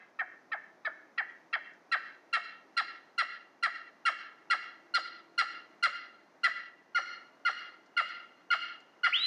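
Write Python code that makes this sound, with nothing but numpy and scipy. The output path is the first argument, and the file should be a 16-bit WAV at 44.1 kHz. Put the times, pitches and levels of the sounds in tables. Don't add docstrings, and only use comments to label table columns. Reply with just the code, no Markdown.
import sys
import numpy as np
from scipy import signal
from scipy.fft import rfft, irfft, next_fast_len
from scipy.io import wavfile
from scipy.ndimage import map_coordinates

SR = 44100
rng = np.random.default_rng(int(sys.argv[2]) if len(sys.argv) > 2 else 0)


def transcribe(signal):
    frames = np.atleast_2d(signal).T
    limited = np.clip(frames, -1, 1)
    pcm = np.round(limited * 32767).astype(np.int16)
    wavfile.write(sys.argv[1], SR, pcm)


N = 408366
TIME = np.arange(N) / SR

# f/Hz, relative level/dB
AIR_SPECTRUM = [(40, -26.5), (80, -19), (120, -14), (200, -5.5), (320, 1.5), (470, -4), (650, -0.5),
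                (1000, -4.5), (2000, -9.5), (3000, -22.5), (6200, -23.5), (7800, -37.5), (11000, -39.5),
                (14000, -40.5)]
# t/s, relative level/dB
BUSH_TICKS = [(1.7347, -64), (7.861, -63), (8.802, -57.5)]
# f/Hz, gain/dB
ECHO_COLOUR = [(300, 7.5), (800, -6.5), (1350, -1.5), (1900, 3), (2200, 1.5), (2500, -2.5), (2850, 3),
               (3500, -4.5), (4300, -3.5), (7000, 2), (11000, -15.5)]
# delay/s, gain/dB
BOULDER_PATHS = [(.013, -17), (.022, -18), (.028, -19.5)]
# t/s, level/dB
WHISTLE_CONTOUR = [(9.128, -29), (9.13, -27.5), (9.162, -27.5), (9.18, -37.5), (9.255, -29.5)]
# harmonic number, relative level/dB
REED_OVERTONES = [(2, -5), (3, 1.5), (4, -13.5), (5, -43), (6, -38)]
# f/Hz, gain/dB
THROAT_COLOUR = [(500, -39), (950, -23.5), (1250, 10.5), (1700, 2.5), (2100, 1.5), (2450, -8), (2750, -26),
                 (3100, -5.5), (3400, -7.5), (3800, -34), (4850, -6.5), (6000, -26), (10000, -30),
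                 (12000, -52)]
# f/Hz, gain/dB
RASP_COLOUR = [(500, -22.5), (1000, -3), (1600, 10.5), (3200, 4.5), (5000, 9.5), (6400, -2.5), (8500, -0.5),
               (10200, -5), (11500, -29.5), (14000, -34.5)]
# t/s, effort (0-1), tone f/Hz, flutter f/Hz, tone level/dB,
# buzz level/dB re the tone, overtone level/dB re the tone
CHUCK_SERIES = [(-0.135, 0.04, 1319, 461, -39, 4.5, -4.5), (0.189, 0.02, 1342, 460, -40.5, 9.5, -11),
                (0.5165, 0, 1341, 434, -41, 8, -10.5), (0.848, 0, 1309, 442, -43, 11, -8.5),
                (1.1763, .1, 1383, 488.4, -39.5, 10.5, -7), (1.528, .2, 1370, 488, -37, 7, -5),
                (1.9153, 0.68, 1361, 521.3, -32, 3.5, -7.5), (2.3282, 0.91, 1368, 538.6, -30.7, 0, -6),
                (2.767, 0.86, 1378, 559.6, -30, -1.5, -7.5), (3.1788, 0.87, 1390, 583.6, -29.5, -1.5, -8),
                (3.6259, 0.88, 1385, 552, -29.5, -0.5, -10), (4.052, 0.98, 1384, 575.6, -27.5, -2.5, -10.5),
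                (4.4999, 0.91, 1390, 573.7, -28, -1, -9.5), (4.9385, 0.94, 1407, 609, -28, -6, -6.5),
                (5.3779, .95, 1400, 605.3, -27.5, -3.5, -8), (5.8256, 0.97, 1400, 611.7, -26.5, -3.5, -9.5),
                (6.433, 0.98, 1394, 581, -29, 2, -9), (6.9469, .95, 1430, 645.4, -27.5, -6, -14),
                (7.45, 0.96, 1421, 635, -27.5, -5, -13), (7.966, 1, 1409, 635, -27.5, -4, -11),
                (8.5032, 1, 1417, 630, -26.5, -6.5, -10.5), (9.0326, 0.97, 1428, 614, -25.5, -3, -12.5)]

HOLD_S, TONE_ATTACK_S = (.025, .038), (.001, .0047)
TONE_DROOP_DB_PER_S, TONE_RELEASE_DB_PER_S = (191, 21.5), (550, 1899.5)
OVERTONE_DROOP_DB_PER_S = (850, 339)
ONSET_BEND, SINK_PER_S, RELEASE_DROP = (-.19, .015), (4, .66), (.2, .354)
FLUTTER_DELAY_S, FLUTTER_RUSH = (.0042, .0098), (.3, .1003)
UNSTEADINESS = (.79, .52)
SIDEBAND_DB, RASP_DB = (-8, -3), (-40, -20.5)
GULP_DB, GULP_LAG_S = (-37.5, -41.5), (.005, .0086)
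NEAR_DB, FAR_DB = (-11.5, -9.5), (-20, -14)
FAR_FADE_DB_PER_S, ECHO_TREBLE_DB = (150.5, 70), (-.5, 2.5)
TURN_S, TURN_SIDEBAND_DB, TURN_RASP_DB, TURN_FAR_DB, TURN_ECHO_TREBLE_DB = 6.7, -4.5, -12.5, 2.15, 3


def amp(db):
    return 10 ** (np.asarray(db) / 20)


def unit(x):
    return x / np.sqrt(np.mean(x ** 2) + 1e-20)


def coloured(x, points):
    size = next_fast_len(len(x) + 2048)
    hz, db = np.transpose(points)
    gain = amp(np.interp(np.log(np.fft.rfftfreq(size, 1 / SR) + 1), np.log(hz), db))
    return irfft(rfft(x, size) * gain, size)[:len(x)]


def wobble(rate, size):
    return map_coordinates(rng.standard_normal(1024), [np.arange(size) * rate / SR], mode="wrap")


def add(track, s, x):
    start = round(s * SR)
    x = x[max(-start, 0):max(N - start, 0)]
    track[max(start, 0):][:len(x)] += x


def by_effort(pair, effort):
    return pair[0] + effort * (pair[1] - pair[0])


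def step(t, width_s):
    return .5 + .5 * np.tanh(.5 * t / width_s)


def envelope(t, attack_s, hold_s, droop_db_per_s, release_db_per_s):
    decay_db = droop_db_per_s * t + release_db_per_s * np.maximum(t - hold_s, 0)
    return (1 - np.exp(-t / attack_s)) * amp(-decay_db)


def valley_air(level_db=-63.5):
    rush = unit(coloured(rng.standard_normal(N), AIR_SPECTRUM))
    return rush * amp(level_db + .6 * wobble(2.8, N))


def far_drone(peak_s=5.2, peak_db=-69.5, fade_db_per_s=9.5):
    band = [(20, -120), (290, -48), (335, 0), (385, -40), (2000, -120)]
    drone = unit(coloured(rng.standard_normal(N), band))
    return drone * amp(peak_db - fade_db_per_s * np.abs(TIME - peak_s))


def bush_ticks(t60=.057):
    out, t = np.zeros(N), np.arange(SR // 20) / SR
    band = [(2500, -41), (4200, 1), (7000, -5), (9000, -30)]
    for s, db in BUSH_TICKS:
        grain = unit(coloured(rng.standard_normal(len(t)), band))
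        add(out, s, amp(db - 7) * grain * amp(-60 * t / t60))
    return out


def valley_echoes(call, far_db, treble_db, fade_db_per_s, near_db=-9, near_t60=.43,
                  face_s=.11, rise_db_per_s=271, ridge_s=.24, ridge_drop_db=7.5, air_db_per_s=22):
    t = np.arange(int(.6 * SR)) / SR
    near = rng.standard_normal(len(t)) * amp(-60 * t / near_t60) * (1 - np.exp(-t / .0036))
    past_face = t - face_s
    slope_db = np.minimum(rise_db_per_s * past_face, -fade_db_per_s * past_face)
    slope_db -= ridge_drop_db * step(t - ridge_s, .017)
    far = rng.standard_normal(len(t)) * amp(slope_db + 2.5 * wobble(90, len(t)))
    paths = amp(near_db) * near / np.linalg.norm(near) + amp(far_db) * far / np.linalg.norm(far)
    treble = coloured(paths, [(2800, -30.5), (4500, -4), (7000, 8)])
    paths = coloured(paths - treble + treble * amp(-air_db_per_s * t), ECHO_COLOUR)
    paths = coloured(paths, [(2000, .011), (2800, treble_db), (8000, 2.7 * treble_db)])
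    return signal.fftconvolve(call, paths)


def add_boulder_echoes(track, s, call):
    dull = coloured(call, [(1800, 0), (3000, -15.5), (8000, -5)])
    for delay_s, db in BOULDER_PATHS:
        add(track, s + delay_s + rng.normal(0, .0005), amp(db) * dull)


def whistle(start_s=9.125, base_hz=3520, scoop_hz=1580, scoop_s=.023, climb_hz_per_s=4300):
    t = np.arange(SR // 6) / SR
    hz = base_hz - scoop_hz * np.exp(-t / scoop_s) + climb_hz_per_s * t
    phase = 2 * np.pi * np.cumsum(hz * (1 + .0037 * wobble(400, len(t)))) / SR
    tone = unit(np.sin(phase) + amp(-44) * np.sin(2 * phase) + amp(-55) * np.sin(3 * phase))
    level_db = np.interp(start_s + t, *np.transpose(WHISTLE_CONTOUR)) + 1.1 * wobble(180, len(t))
    call = amp(level_db) * (1 - np.exp(-t / .0016)) * tone
    out = np.zeros(N)
    add(out, start_s, call)
    add(out, start_s, valley_echoes(call, far_db=-12.5, treble_db=3.5, fade_db_per_s=63))
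    return out


def syrinx_phases(t, hold_s, effort, tone_hz, flutter_hz, slack_hz=450, settle_s=.0121):
    bend = by_effort(ONSET_BEND, effort) * np.exp(-t / .0035)
    sink = by_effort(SINK_PER_S, effort) * (t - .01323)
    drop = by_effort(RELEASE_DROP, effort) * step(t - hold_s - .00817, .005615)
    pitch = 1 + bend - sink - drop
    unsteady = by_effort(UNSTEADINESS, effort) + 1.2 * np.minimum(t / hold_s, 1) ** 3
    tone_rate = tone_hz * pitch * (1 + .008 * unsteady * wobble(700, len(t)))
    rush = 1 + by_effort(FLUTTER_RUSH, effort) * np.exp(-t / settle_s)
    slack = step(t - hold_s + .0041, .0038)
    flutter_rate = (flutter_hz + slack * (slack_hz - flutter_hz)) * rush * pitch
    flutter_rate *= 1 + .05 * unsteady * wobble(250, len(t))
    return 2 * np.pi * np.cumsum([tone_rate, flutter_rate], axis=1) / SR


def reed_overtones(t, phase, effort, speak_s=.0042, vary_db=3):
    speaking = 1 - np.exp(-t / speak_s)
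    tilt_db = 6 * (2 - effort)
    overtones = np.zeros(len(t))
    for k, db in REED_OVERTONES:
        gain = amp(db - tilt_db * (k - 3.5) + rng.normal(0, vary_db))
        overtones += gain * speaking ** (k - 2) * np.sin(k * phase)
    return overtones


def reed_rasp(phase, gate):
    closures = unit(sum(np.sin(k * phase) for k in range(3, 10)))
    turbulence = .8 * rng.standard_normal(len(phase))
    return coloured((closures + turbulence) * (gate + .2), RASP_COLOUR)


def gulp(flutter_phase, progress, effort):
    fundamental = 1.24 * np.sin(flutter_phase) * np.clip(1.15 - progress, 0, 1)
    octave = np.sin(2 * flutter_phase) * np.minimum(progress, 1)
    noise = 2.4 * effort * rng.standard_normal(len(progress))
    band = [(300, -27.5), (560, .5), (850, 0), (1200, -23.5), (2500, -45)]
    return coloured(fundamental + octave + noise, band)


def chuck(effort, tone_hz, flutter_hz, tone_db, buzz_db, overtone_db, turned, sharpness=2.73):
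    t = np.arange(int(.1 * SR)) / SR
    hold_s = by_effort(HOLD_S, effort)
    progress = t / hold_s
    phase, flutter_phase = syrinx_phases(t, hold_s, effort, tone_hz, flutter_hz)
    tone, overtones = np.sin(phase), reed_overtones(t, phase, effort)
    gate = np.exp(sharpness * (np.cos(flutter_phase + rng.uniform(0, 2 * np.pi)) - 1))
    fluttering = step(t - by_effort(FLUTTER_DELAY_S, effort), .001)
    overtones *= 1 + .4 * fluttering * wobble(1105, len(t))
    sideband_db = overtone_db - buzz_db + by_effort(SIDEBAND_DB, effort) + turned * TURN_SIDEBAND_DB
    buzz = coloured((tone + amp(sideband_db) * overtones) * (gate - gate.mean()), THROAT_COLOUR)
    rasp = reed_rasp(phase, gate)
    rasp_db = by_effort(RASP_DB, np.sqrt(effort)) + turned * TURN_RASP_DB

    tone_env = envelope(t, by_effort(TONE_ATTACK_S, effort), hold_s,
                        by_effort(TONE_DROOP_DB_PER_S, effort), by_effort(TONE_RELEASE_DB_PER_S, effort))
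    overtone_env = envelope(t, .0019, 1.007 * hold_s, by_effort(OVERTONE_DROOP_DB_PER_S, effort), 1901)
    buzz_env = fluttering * envelope(t, .0038, hold_s, droop_db_per_s=162, release_db_per_s=1250.5)
    rasp_env = overtone_env * buzz_env ** .32 * np.exp(-.6 * progress ** 2)
    gulp_s = hold_s + by_effort(GULP_LAG_S, effort)
    gulp_env = np.exp(-.5 * ((t - gulp_s) / .0062) ** 2) + .12 * tone_env

    call = amp(by_effort(GULP_DB, effort)) * gulp(flutter_phase, progress, effort) * gulp_env
    for layer, db in [(tone * tone_env, 0), (buzz * buzz_env, buzz_db),
                      (overtones * overtone_env, overtone_db), (rasp * rasp_env, rasp_db)]:
        hold_rms = np.sqrt(np.sum(layer ** 2) / (hold_s * SR))
        call += amp(tone_db + db) * layer / hold_rms
    return call


def pheasant_chucks():
    out = np.zeros(N)
    for s, effort, *voice in CHUCK_SERIES:
        turned = s > TURN_S
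        call = chuck(effort, *voice, turned)
        add(out, s, call)
        far_db = by_effort(FAR_DB, effort) + turned * TURN_FAR_DB
        treble_db = by_effort(ECHO_TREBLE_DB, effort) + turned * TURN_ECHO_TREBLE_DB
        fade_db_per_s = by_effort(FAR_FADE_DB_PER_S, effort)
        add(out, s, valley_echoes(call, far_db, treble_db, fade_db_per_s, by_effort(NEAR_DB, effort)))
        add_boulder_echoes(out, s, call)
    return out


def scene():
    return (pheasant_chucks() + whistle() + bush_ticks() + valley_air() + far_drone())[None]


def record(dry, low_cut_hz=110, top_hz=14000):
    dry = signal.sosfilt(signal.butter(3, low_cut_hz, "highpass", fs=SR, output="sos"), dry)
    size = next_fast_len(N + SR // 4)
    in_band = np.fft.rfftfreq(size, 1 / SR) < top_hz
    return irfft(rfft(dry, size) * in_band, size)[:, :N]


dry = scene()
out = record(dry)
transcribe(out)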